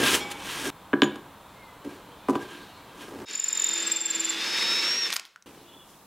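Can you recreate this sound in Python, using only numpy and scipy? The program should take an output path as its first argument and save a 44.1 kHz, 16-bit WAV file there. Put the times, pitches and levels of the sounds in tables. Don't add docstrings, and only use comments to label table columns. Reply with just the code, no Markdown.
import sys
import numpy as np
from scipy import signal
from scipy.fft import rfft, irfft
from scipy.io import wavfile

SR = 44100
rng = np.random.default_rng(int(sys.argv[2]) if len(sys.argv) > 2 else 0)


def bounce(signal):
    frames = np.transpose(np.atleast_2d(signal))
    limited = np.clip(frames, -1, 1)
    pcm = np.round(limited * 32767).astype(np.int16)
    wavfile.write(sys.argv[1], SR, pcm)


N = 267246
T = np.arange(N) / SR

# time_s, whine_hz, roar_db, whine_db, mesh_db, hum_db
DRILL_CURVE = [(3.253, 5270, -63, -60, -60, -82), (3.285, 5243, -43.5, -48, -48, -74),
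               (3.345, 5232, -39, -45, -48, -66), (3.385, 5218, -45.5, -49, -49.5, -70),
               (3.587, 5176, -38, -46, -39, -59), (3.87, 5033, -34.5, -41, -39, -46),
               (4.01, 4996, -39, -47.5, -39, -57), (4.173, 4938, -35.5, -50, -41.5, -47),
               (4.353, 4906, -34, -44, -37, -48), (4.471, 5208, -30.5, -37, -40.5, -52),
               (4.661, 5286, -29, -30.5, -31, -57), (4.789, 5327, -29.5, -29.5, -33.5, -51),
               (4.919, 5520, -30.5, -28, -43, -50), (4.995, 5620, -34.5, -28.5, -59, -54),
               (5.067, 5340, -32.5, -29, -50, -59), (5.1, 5114, -36, -56, -60, -55),
               (5.14, 5160, -39, -80, -80, -68), (5.18, 5140, -50, -90, -90, -84),
               (5.35, 5140, -82, -99, -99, -99)]
ROTOR_ORDERS = [15, 10.66, 1]
# pitch_hz, level_db, t60_s
BAR_MODES = [(149, -22, .25), (211, -12, 0.14), (284, 0, 0.099), (349.2, -8.5, 0.27), (392, 0, 0.052),
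             (610, -11, 0.015), (769, -8, 0.059), (997, -5.5, 0.052), (1164, -2.5, 0.018),
             (1630, -10, 0.024), (2260, -21, 0.019), (3035, -9, 0.011), (3295, -15, 0.02),
             (3520, -6, 0.0052)]
SECTION_EDGES_S = [-.1, .705, 3.253, 5.458, 6.1]
BAR_LOW_HZ, BAR_HIGH_HZ = 650, 1400


def drill_motor():
    # order, level_re_roar_db
    weak_orders = [(5, -16), (13, -16.5)]
    # order, level_re_whine_db
    whine_orders = [(10, -12.5), (11, -20)]
    seated_s, seating_s, trigger_off_s = 3.47, 0.054, 5.1
    whine_hz, roar_db, whine_db, mesh_db, hum_db, gate = curves(DRILL_CURVE)
    rotor_hz = whine_hz / ROTOR_ORDERS[0] * (1 + 0.001 * drift(35.6))

    def order_tone(order, level_db, waver_db, waver_hz):
        return from_db(level_db + waver_db * drift(waver_hz)) * sine(order * rotor_hz)

    tones = sum(order_tone(k, db, 1.34, 15) for k, db in zip(ROTOR_ORDERS, [whine_db, mesh_db, hum_db]))
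    tones += (T < trigger_off_s) * sum(order_tone(k, roar_db + db, 3.3, 5.3) for k, db in weak_orders)
    tones += sum(order_tone(k, whine_db + db, 3.4, 9.8) for k, db in whine_orders)
    tones += from_db(mesh_db - 16) * sine(2.6 * rotor_hz)
    loose = np.clip((seated_s - T) / seating_s, 0, 1)
    throb_db = 6 * loose * np.cos(2 * np.pi * bit_turns())
    # freq_hz, density_db
    roar_spectrum = [(110, -50), (210, -17.5), (290, -30), (500, -8.5), (648, -15), (888, -10.5),
                     (1130, -7.5), (2650, -1), (3190, -5.5), (3580, -3.5), (6450, -9), (7130, -13),
                     (8240, -16.5), (9370, -23), (11000, -22.5), (14200, -30.5), (15500, -33.5)]
    roar_gain = from_db(roar_db + 0.21 * throb_db + 0.78 * drift(30))
    roar = roar_gain * shaped(grains(15000, spread_db=3.5), roar_spectrum)
    rumble_gain = from_db(1.063 * roar_db - 14 + throb_db)
    rumble = rumble_gain * unit_rms(band(grains(5000, spread_db=6), 184, 523, order=3))
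    return gate * (tones + roar + rumble)


def bit_turns():
    gear_ratio, bite_s = 15.6, 3.26
    whine_hz = curves(DRILL_CURVE)[0]
    turns = np.cumsum(whine_hz) / ROTOR_ORDERS[0] / gear_ratio / SR
    return turns - turns[round(bite_s * SR)]


def bit_squeal():
    # time_s, first_edge_db, second_edge_db, pitch_hz, spot_angle_turns, spot_width_turns
    rub_curve = [(3.26, -54, -52, 7000, 0.1, 0.068), (3.35, -22.5, -29, 7110, 0.16, 0.074),
                 (3.45, -19.5, -36, 7120, 0.086, .09), (3.53, -20, -31, 7190, 0.061, 0.075),
                 (3.62, -21.5, -16.5, 7050, 0.058, 0.074), (3.72, -25.5, -22.5, 7140, 0.1, 0.096),
                 (3.81, -27.5, -26.5, 7130, 0.048, 0.13), (3.85, -54, -26, 7400, 0.048, 0.16),
                 (3.92, -47, -19, 7320, 0.052, 0.11), (3.99, -39, -26.5, 7300, 0.036, 0.15),
                 (4.09, -41, -21, 7330, .07, 0.12), (4.17, -55, -23.5, 7130, 0.07, .14),
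                 (4.31, -54, -22.5, 7160, 0.11, .13), (4.335, -54, -45, 7160, .08, .13)]
    edge_swing_hz, beat_hz, twin_db, between_rubs_db, octave_db = 71, 188, -6.5, -25.5, -16
    first_db, second_db, pitch_hz, angle_turns, width_turns, gate = curves(rub_curve)
    first_turns, second_turns = [(bit_turns() - angle_turns + lead) % 1 - .5 for lead in (.5, 0)]
    swell = np.zeros(N)
    for edge_db, away_turns in [(first_db, first_turns), (second_db, second_turns)]:
        contact = np.exp(-np.abs(away_turns / width_turns) ** 2.8 / 2)
        swell += from_db(edge_db) * (contact + from_db(between_rubs_db))
    swell *= gate * from_db(0.9 * drift(170))
    pitch_hz -= edge_swing_hz * np.cos(2 * np.pi * first_turns)
    phase_rad = 2 * np.pi * np.cumsum(pitch_hz + 35 * drift(250)) / SR
    beat_rad = 2 * np.pi * np.cumsum(beat_hz * (1 + 0.24 * drift(30.07))) / SR
    pair = swell * (np.exp(1j * phase_rad) + from_db(twin_db) * np.exp(1j * (phase_rad + beat_rad)))
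    octave = pair ** 2 / np.sqrt(np.abs(pair) + 1e-6)
    return np.imag(pair + from_db(octave_db) * octave)


def motor_run_down():
    # time_s, pitch_hz, level_db
    fall_curve = [(5.075, 3047, -60), (5.095, 2570, -45), (5.11, 2260, -44), (5.125, 1760, -56),
                  (5.15, 1190, -56)]
    pitch_hz, level_db, gate = curves(fall_curve)
    return gate * from_db(level_db + 2.15 * drift(80)) * sine(pitch_hz * (1 + 0.023 * drift(151)))


def brake_clicks():
    # start_s, level_db, casing_hz, snap_gain_db, chuck_gain_db
    clicks = [(5.103, -17, 2275, -2, -50), (5.123, -18, 4800, -2, -45), (5.127, -11.5, 3500, -1, -38),
              (5.134, -19, 3530, 0.5, -40), (5.138, -17, 2600, -2, -13), (5.16, -20, 1990, 1, -45),
              (5.164, -8.5, 4750, 0, -43), (5.190, -32, 2500, -13.5, -45), (5.196, -24.5, 2230, 3, -43),
              (5.252, -30, 3360, -5, -35), (5.259, -35, 2600, -10, -27), (5.360, -28, 1420, -13.5, -60),
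              (5.424, -33, 6000, -11, -53)]
    # pitch_hz, level_db, t60_s
    chuck_modes = [(9700, -5.5, 0.067), (14000, 8, 0.069)]
    casing_t60_cycles = 15.5
    snaps = bursts(len(clicks), length_samples=300, rise_samples=22, decay_samples=86)
    out = np.zeros(N)
    for (start_s, level_db, casing_hz, snap_db, chuck_db), snap in zip(clicks, snaps):
        hit = impulse(start_s, level_db)
        out += from_db(snap_db) * np.convolve(hit, snap)[:N]
        out += 0.05 * soft_ring(hit, casing_hz, 0.00091, casing_t60_cycles / casing_hz)
        for hz, db, t60_s in chuck_modes:
            out += from_db(chuck_db + db) * soft_ring(hit, hz, 0.00098, t60_s) / 6
    return band(out, 850, 8000)


def bar_knocks():
    # start_s, low_db, middle_db, high_db, contact_cutoff_hz, crack_db, steel_db
    knocks = [(0.931, -19.5, -25, -13, 2170, -48, -93), (0.937, -65, -28.5, -7, 1720, -56, -99),
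              (1.0196, -17, -18.5, -4.5, 6030, -33, -44), (1.033, -31, -35, -11.5, 4000, -35, -41),
              (1.039, -28, -43, -24, 4000, -34.5, -36.5), (1.157, -38.5, -39, -35, 5000, -43, -75),
              (1.85, -38.5, -55, -60, 800, -64, -90), (1.864, -37, -54, -60, 800, -60, -90),
              (2.285, -21, -22, -33, 2430, -36.5, -78), (2.296, -27.5, -22.5, -37, 2430, -33.5, -58),
              (2.304, -28, -35, -46, 2000, -35, -92), (2.354, -27, -22.5, -28, 4500, -42, -63)]
    # pitch_hz, level_db, t60_s
    bit_modes = [(5000, -25, .03), (6170, -19, 0.065), (6934, -2.5, 0.089), (9500, -31, 0.2),
                 (11970, -27, 0.04), (13150, -28, 0.043)]
    low_delay_s = 0.004024
    scatters_db = rng.normal(0, 0.98, (len(knocks), len(BAR_MODES) + len(bit_modes)))
    cracks = bursts(len(knocks), length_samples=600, rise_samples=20, decay_samples=184)
    click = signal.unit_impulse(SR // 2)
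    out = np.zeros(N)
    for knock, scatter_db, crack in zip(knocks, scatters_db, cracks):
        start_s, low_db, middle_db, high_db, cutoff_hz, crack_db, steel_db = knock
        push = signal.sosfilt(signal.butter(4, cutoff_hz, fs=SR, output="sos"), click)
        late_push = np.roll(push, round(low_delay_s * SR))
        sound = from_db(high_db + 10) * band(push, 820, 4400)
        for k, (hz, db, t60_s) in enumerate(BAR_MODES):
            blow_db = low_db if hz < BAR_LOW_HZ else middle_db if hz < BAR_HIGH_HZ else high_db
            drive = late_push if hz < BAR_LOW_HZ else push
            sound += (-1) ** k * from_db(db + blow_db + scatter_db[k]) * ring(drive, hz, t60_s)
        for (hz, db, t60_s), offset_db in zip(bit_modes, scatter_db[::-1]):
            sound += from_db(db + steel_db + offset_db) * soft_ring(click, hz, 0.01, t60_s) / 40
        sound[:len(crack)] += from_db(crack_db) * band(crack, 2500, 10900)
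        at = round(start_s * SR)
        out[at:at + len(sound)] += sound
    return out


def bar_rubbing():
    # peak_s, rise_s_per_20db, fall_s_per_20db, body_db, rasp_db, swish_db, singing_db
    strokes = [(0.037, 0.32, 0.061, -22.5, -26.5, -37, -25), (0.064, 0.048, 0.12, -54, -18.5, -31, -36),
               (0.151, 0.11, 0.041, -26, -21.5, -25, -42), (0.19, 0.033, 0.25, -40.5, -42, -52, -66),
               (0.318, 0.013, 0.014, -49, -27, -34.5, -65), (0.504, 0.19, 1, -53.5, -30, -41, -54),
               (0.68, 0.17, 0.059, -33, -40, -41.5, -36.5), (1.849, 0.011, 0.043, -41, -54, -58, -52),
               (1.905, 0.047, 0.26, -45, -50, -60, -56), (2.331, 0.012, 0.014, -34, -60, -64, -62),
               (2.359, 0.023, 0.021, -32, -47, -54, -41), (2.422, 0.051, 0.055, -42, -46, -53.5, -43.5),
               (2.516, 0.12, 0.29, -47.5, -43, -57, -48.5), (3.018, 0.084, 0.083, -60, -40, -53.5, -51),
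               (3.09, 0.18, 0.11, -54, -68, -63, -65), (3.22, 0.29, 0.066, -37.5, -66, -61, -60),
               (5.47, 0.068, .12, -46.5, -50, -62, -72), (5.56, 0.11, 0.22, -60, -65, -67, -87),
               (5.72, 0.34, 0.67, -59, -72, -76, -86), (5.9, 0.091, 0.21, -66, -66, -61, -90)]
    # freq_hz, density_db
    rasp_spectrum = [(410, -38), (700, -14.5), (926, -3), (1650, 1.5), (1870, 0), (3170, 4.5), (4500, -7),
                     (5850, -49), (9900, -120)]
    # freq_hz, density_db
    swish_spectrum = [(2350, -16.5), (4000, -8), (5330, -2), (6910, -4), (10300, -6), (15800, -17)]
    singing_hz, singing_t60_s = 1601, 0.037
    catches = grains(8000, spread_db=7)
    low_modes = sum(from_db(db) * ring(catches, hz, 0.5 * t60_s)
                    for hz, db, t60_s in BAR_MODES if hz < BAR_LOW_HZ)
    high_modes = sum(from_db(db) * ring(catches, hz, 0.45 * t60_s)
                     for hz, db, t60_s in BAR_MODES if hz > BAR_LOW_HZ)
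    bench = from_db(-19.5) * unit_rms(band(catches, 85, 150))
    body = unit_rms(low_modes) + bench
    rasp = 0.53 * shaped(grains(8000, spread_db=3.5), rasp_spectrum) + 0.17 * unit_rms(high_modes)
    swish = shaped(grains(15000, spread_db=3.5), swish_spectrum)
    singing = unit_rms(soft_ring(catches, singing_hz, singing_t60_s, singing_t60_s))
    uneven = from_db(0.6 * drift(28))
    section = np.searchsorted(SECTION_EDGES_S, T, "right")
    gains = np.zeros((4, N))
    for peak_s, rise_s, fall_s, *layers_db in strokes:
        inside = section == np.searchsorted(SECTION_EDGES_S, peak_s, "right")
        since_s = T[inside] - peak_s
        envelope = from_db(-20 * np.maximum(-since_s / rise_s, since_s / fall_s))
        gains[:, inside] += from_db(layers_db)[:, None] * envelope
    return np.sum(gains * [body, uneven * rasp, uneven * swish, singing], axis=0)


def saw_blade():
    # pitch_hz, level_db, t60_s
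    blade_modes = [(818, -46.5, 1), (2270, -40, 0.76), (3280, -45, .5), (3570, -49, 0.48),
                   (4260, -44, 0.17), (5120, -48, 0.36), (5600, -48, 0.25), (7330, -52, .5)]
    jolt = impulse(start_s=0.2, level_db=0)
    return sum(from_db(db + 2.64 * drift(54)) * soft_ring(jolt, hz, 0.011, t60_s) / 90
               for hz, db, t60_s in blade_modes)


def pencil():
    # time_s, level_db
    line_curve = [(5.6, -69), (5.644, -65), (5.718, -54), (5.88, -64), (5.95, -69)]
    # centre_hz, level_db, t60_s
    lead_bands = [(2960, -1.5, 0.0098), (3200, -2, 0.011), (3380, -6.5, 0.018)]
    level_db, gate = curves(line_curve)
    catches = grains(5000, spread_db=0)
    scratch = sum(from_db(db + 2.3 * drift(15)) * soft_ring(catches, hz, t60_s, t60_s)
                  for hz, db, t60_s in lead_bands)
    return gate * from_db(level_db) * unit_rms(scratch)


def far_whistle():
    # time_s, pitch_hz, level_db
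    whistle_curve = [(1.52, 2050, -69), (1.592, 2175, -59), (1.664, 2120, -60), (1.672, 2050, -55),
                     (1.784, 2040, -69), (1.8, 2085, -64)]
    pitch_hz, level_db, gate = curves(whistle_curve)
    return gate * from_db(level_db + 2.9 * drift(37)) * sine(pitch_hz + 15 * drift(40))


def far_rustle():
    # time_s, level_db
    rustle_curves = [
        [(0.705, -62), (1.29, -64), (1.49, -61), (2.08, -62.5), (2.28, -53.5), (2.9, -58), (3.253, -73)],
        [(5.458, -72), (5.61, -62), (5.75, -74), (6.06, -67)],
    ]
    white = rng.standard_normal(N)
    patches = unit_rms(sum(from_db(6.5 * drift(4)) * ring(white, hz, t60_s=.02)
                           for hz in np.linspace(2300, 4200, 12)))
    return patches * sum(gate * from_db(level_db) for level_db, gate in map(curves, rustle_curves))


def shop_echo(x):
    low_t60_s, high_t60_s, split_hz, onset_s = 0.45, 0.11, 2200, 0.006
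    t = np.arange(SR // 2) / SR
    white = rng.standard_normal(len(t))
    low = band(white, 100, split_hz, order=1)
    tail = low * from_db(-60 * t / low_t60_s) + (white - low) * from_db(-60 * t / high_t60_s)
    tail *= np.clip(t / onset_s, 0, 1)
    return signal.fftconvolve(x, tail / np.sqrt(np.sum(tail ** 2)))[:N]


def room_tone():
    # freq_hz, density_db
    room_spectrum = [(15, -32), (25, -4.5), (153, 2.5), (206, 6), (231, -1.5), (298, 4), (366, -4.5),
                     (439, 1), (695, -0.5), (958, 4), (2140, -11), (3790, -12.5), (6000, -41), (7800, -25),
                     (13200, -120)]
    return shaped(rng.standard_normal(N), room_spectrum) * from_db(0.24 * drift(18))


def amplifier_hiss():
    mid, side = [unit_rms(band(rng.standard_normal(N), 4300, 21000)) for _ in range(2)]
    flicker = unit_rms(band(rng.standard_normal(N), 22, 900, order=1))
    return mid, side + from_db(-12) * flicker


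def from_db(db):
    return 10 ** (np.asarray(db) / 20)


def unit_rms(x):
    return x / np.sqrt(np.mean(x ** 2) + 1e-20)


def curves(rows):
    time_s, *columns = np.transpose(rows)
    gate = np.clip(np.minimum(T - time_s[0], time_s[-1] - T) / .004, 0, 1)
    return [np.interp(T, time_s, column) for column in columns] + [gate]


def band(x, low_hz, high_hz, order=2):
    edges_hz = [low_hz, min(high_hz, .45 * SR)]
    return signal.sosfilt(signal.butter(order, edges_hz, "band", fs=SR, output="sos"), x)


def drift(rate_hz):
    pole = np.exp(-2 * np.pi * rate_hz / SR)
    return unit_rms(signal.lfilter([1], [1, -2 * pole, pole * pole], rng.standard_normal(N + SR))[SR:])


def ring(x, hz, t60_s):
    radius, step_rad = from_db(-60 / (t60_s * SR)), 2 * np.pi * hz / SR
    return signal.lfilter([1, 0, -1], [1, -2 * radius * np.cos(step_rad), radius ** 2], x + 1e-18)


def soft_ring(x, hz, onset_t60_s, t60_s):
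    return ring(ring(x, hz, onset_t60_s), hz, t60_s)


def shaped(x, spectrum):
    bins_hz = np.fft.rfftfreq(N, 1 / SR) + 1
    freq_hz, density_db = np.transpose(spectrum)
    gain = from_db(np.interp(np.log(bins_hz), np.log(freq_hz), density_db))
    return unit_rms(irfft(rfft(x) * gain, N))


def grains(per_s, spread_db):
    sizes = from_db(spread_db * np.minimum(rng.exponential(1, N), 4)) * rng.choice([-1, 1], N)
    return unit_rms(sizes * (rng.random(N) < per_s / SR))


def bursts(count, length_samples, rise_samples, decay_samples):
    n = np.arange(length_samples)
    envelope = np.exp(-n / decay_samples) * np.minimum(n / rise_samples, 1)
    return rng.standard_normal((count, length_samples)) * envelope


def impulse(start_s, level_db):
    return from_db(level_db) * signal.unit_impulse(N, round(start_s * SR))


def sine(hz):
    return np.sqrt(2) * np.sin(2 * np.pi * np.cumsum(hz) / SR + rng.uniform(0, 2 * np.pi))


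def scene():
    # room_db, mid_hiss_db, side_hiss_db
    backgrounds = [(-43, -68, -110), (-49, -62, -66.5), (-72, -76.5, -110), (-55.5, -62.5, -60.5)]
    echo_db, fade_s, bass_cut_hz = -14, 0.003, 70
    sources = bar_rubbing() + bar_knocks() + saw_blade()
    sources += drill_motor() + motor_run_down() + bit_squeal() + brake_clicks()
    sources += pencil() + far_whistle() + far_rustle()
    sources = signal.sosfilt(signal.butter(2, bass_cut_hz, "high", fs=SR, output="sos"), sources)
    room = room_tone()
    mid_hiss, side_hiss = amplifier_hiss()
    out = np.zeros((2, N))
    for k, (room_db, mid_db, side_db) in enumerate(backgrounds):
        start_s, end_s = SECTION_EDGES_S[k:k + 2]
        gate = np.clip(np.minimum(T - start_s, end_s - T) / fade_s, 0, 1)
        echo = from_db(echo_db) * shop_echo(gate * sources)
        out += gate * (sources + echo + from_db(room_db) * room + from_db(mid_db) * mid_hiss)
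        out += gate * from_db(side_db) * side_hiss * [[1], [-1]]
    return out


def record(dry):
    cutoff_hz = 15800
    return signal.sosfilt(signal.ellip(10, .3, 70, cutoff_hz, fs=SR, output="sos"), np.clip(dry, -1, 1))


dry = scene()
out = record(dry)
bounce(out)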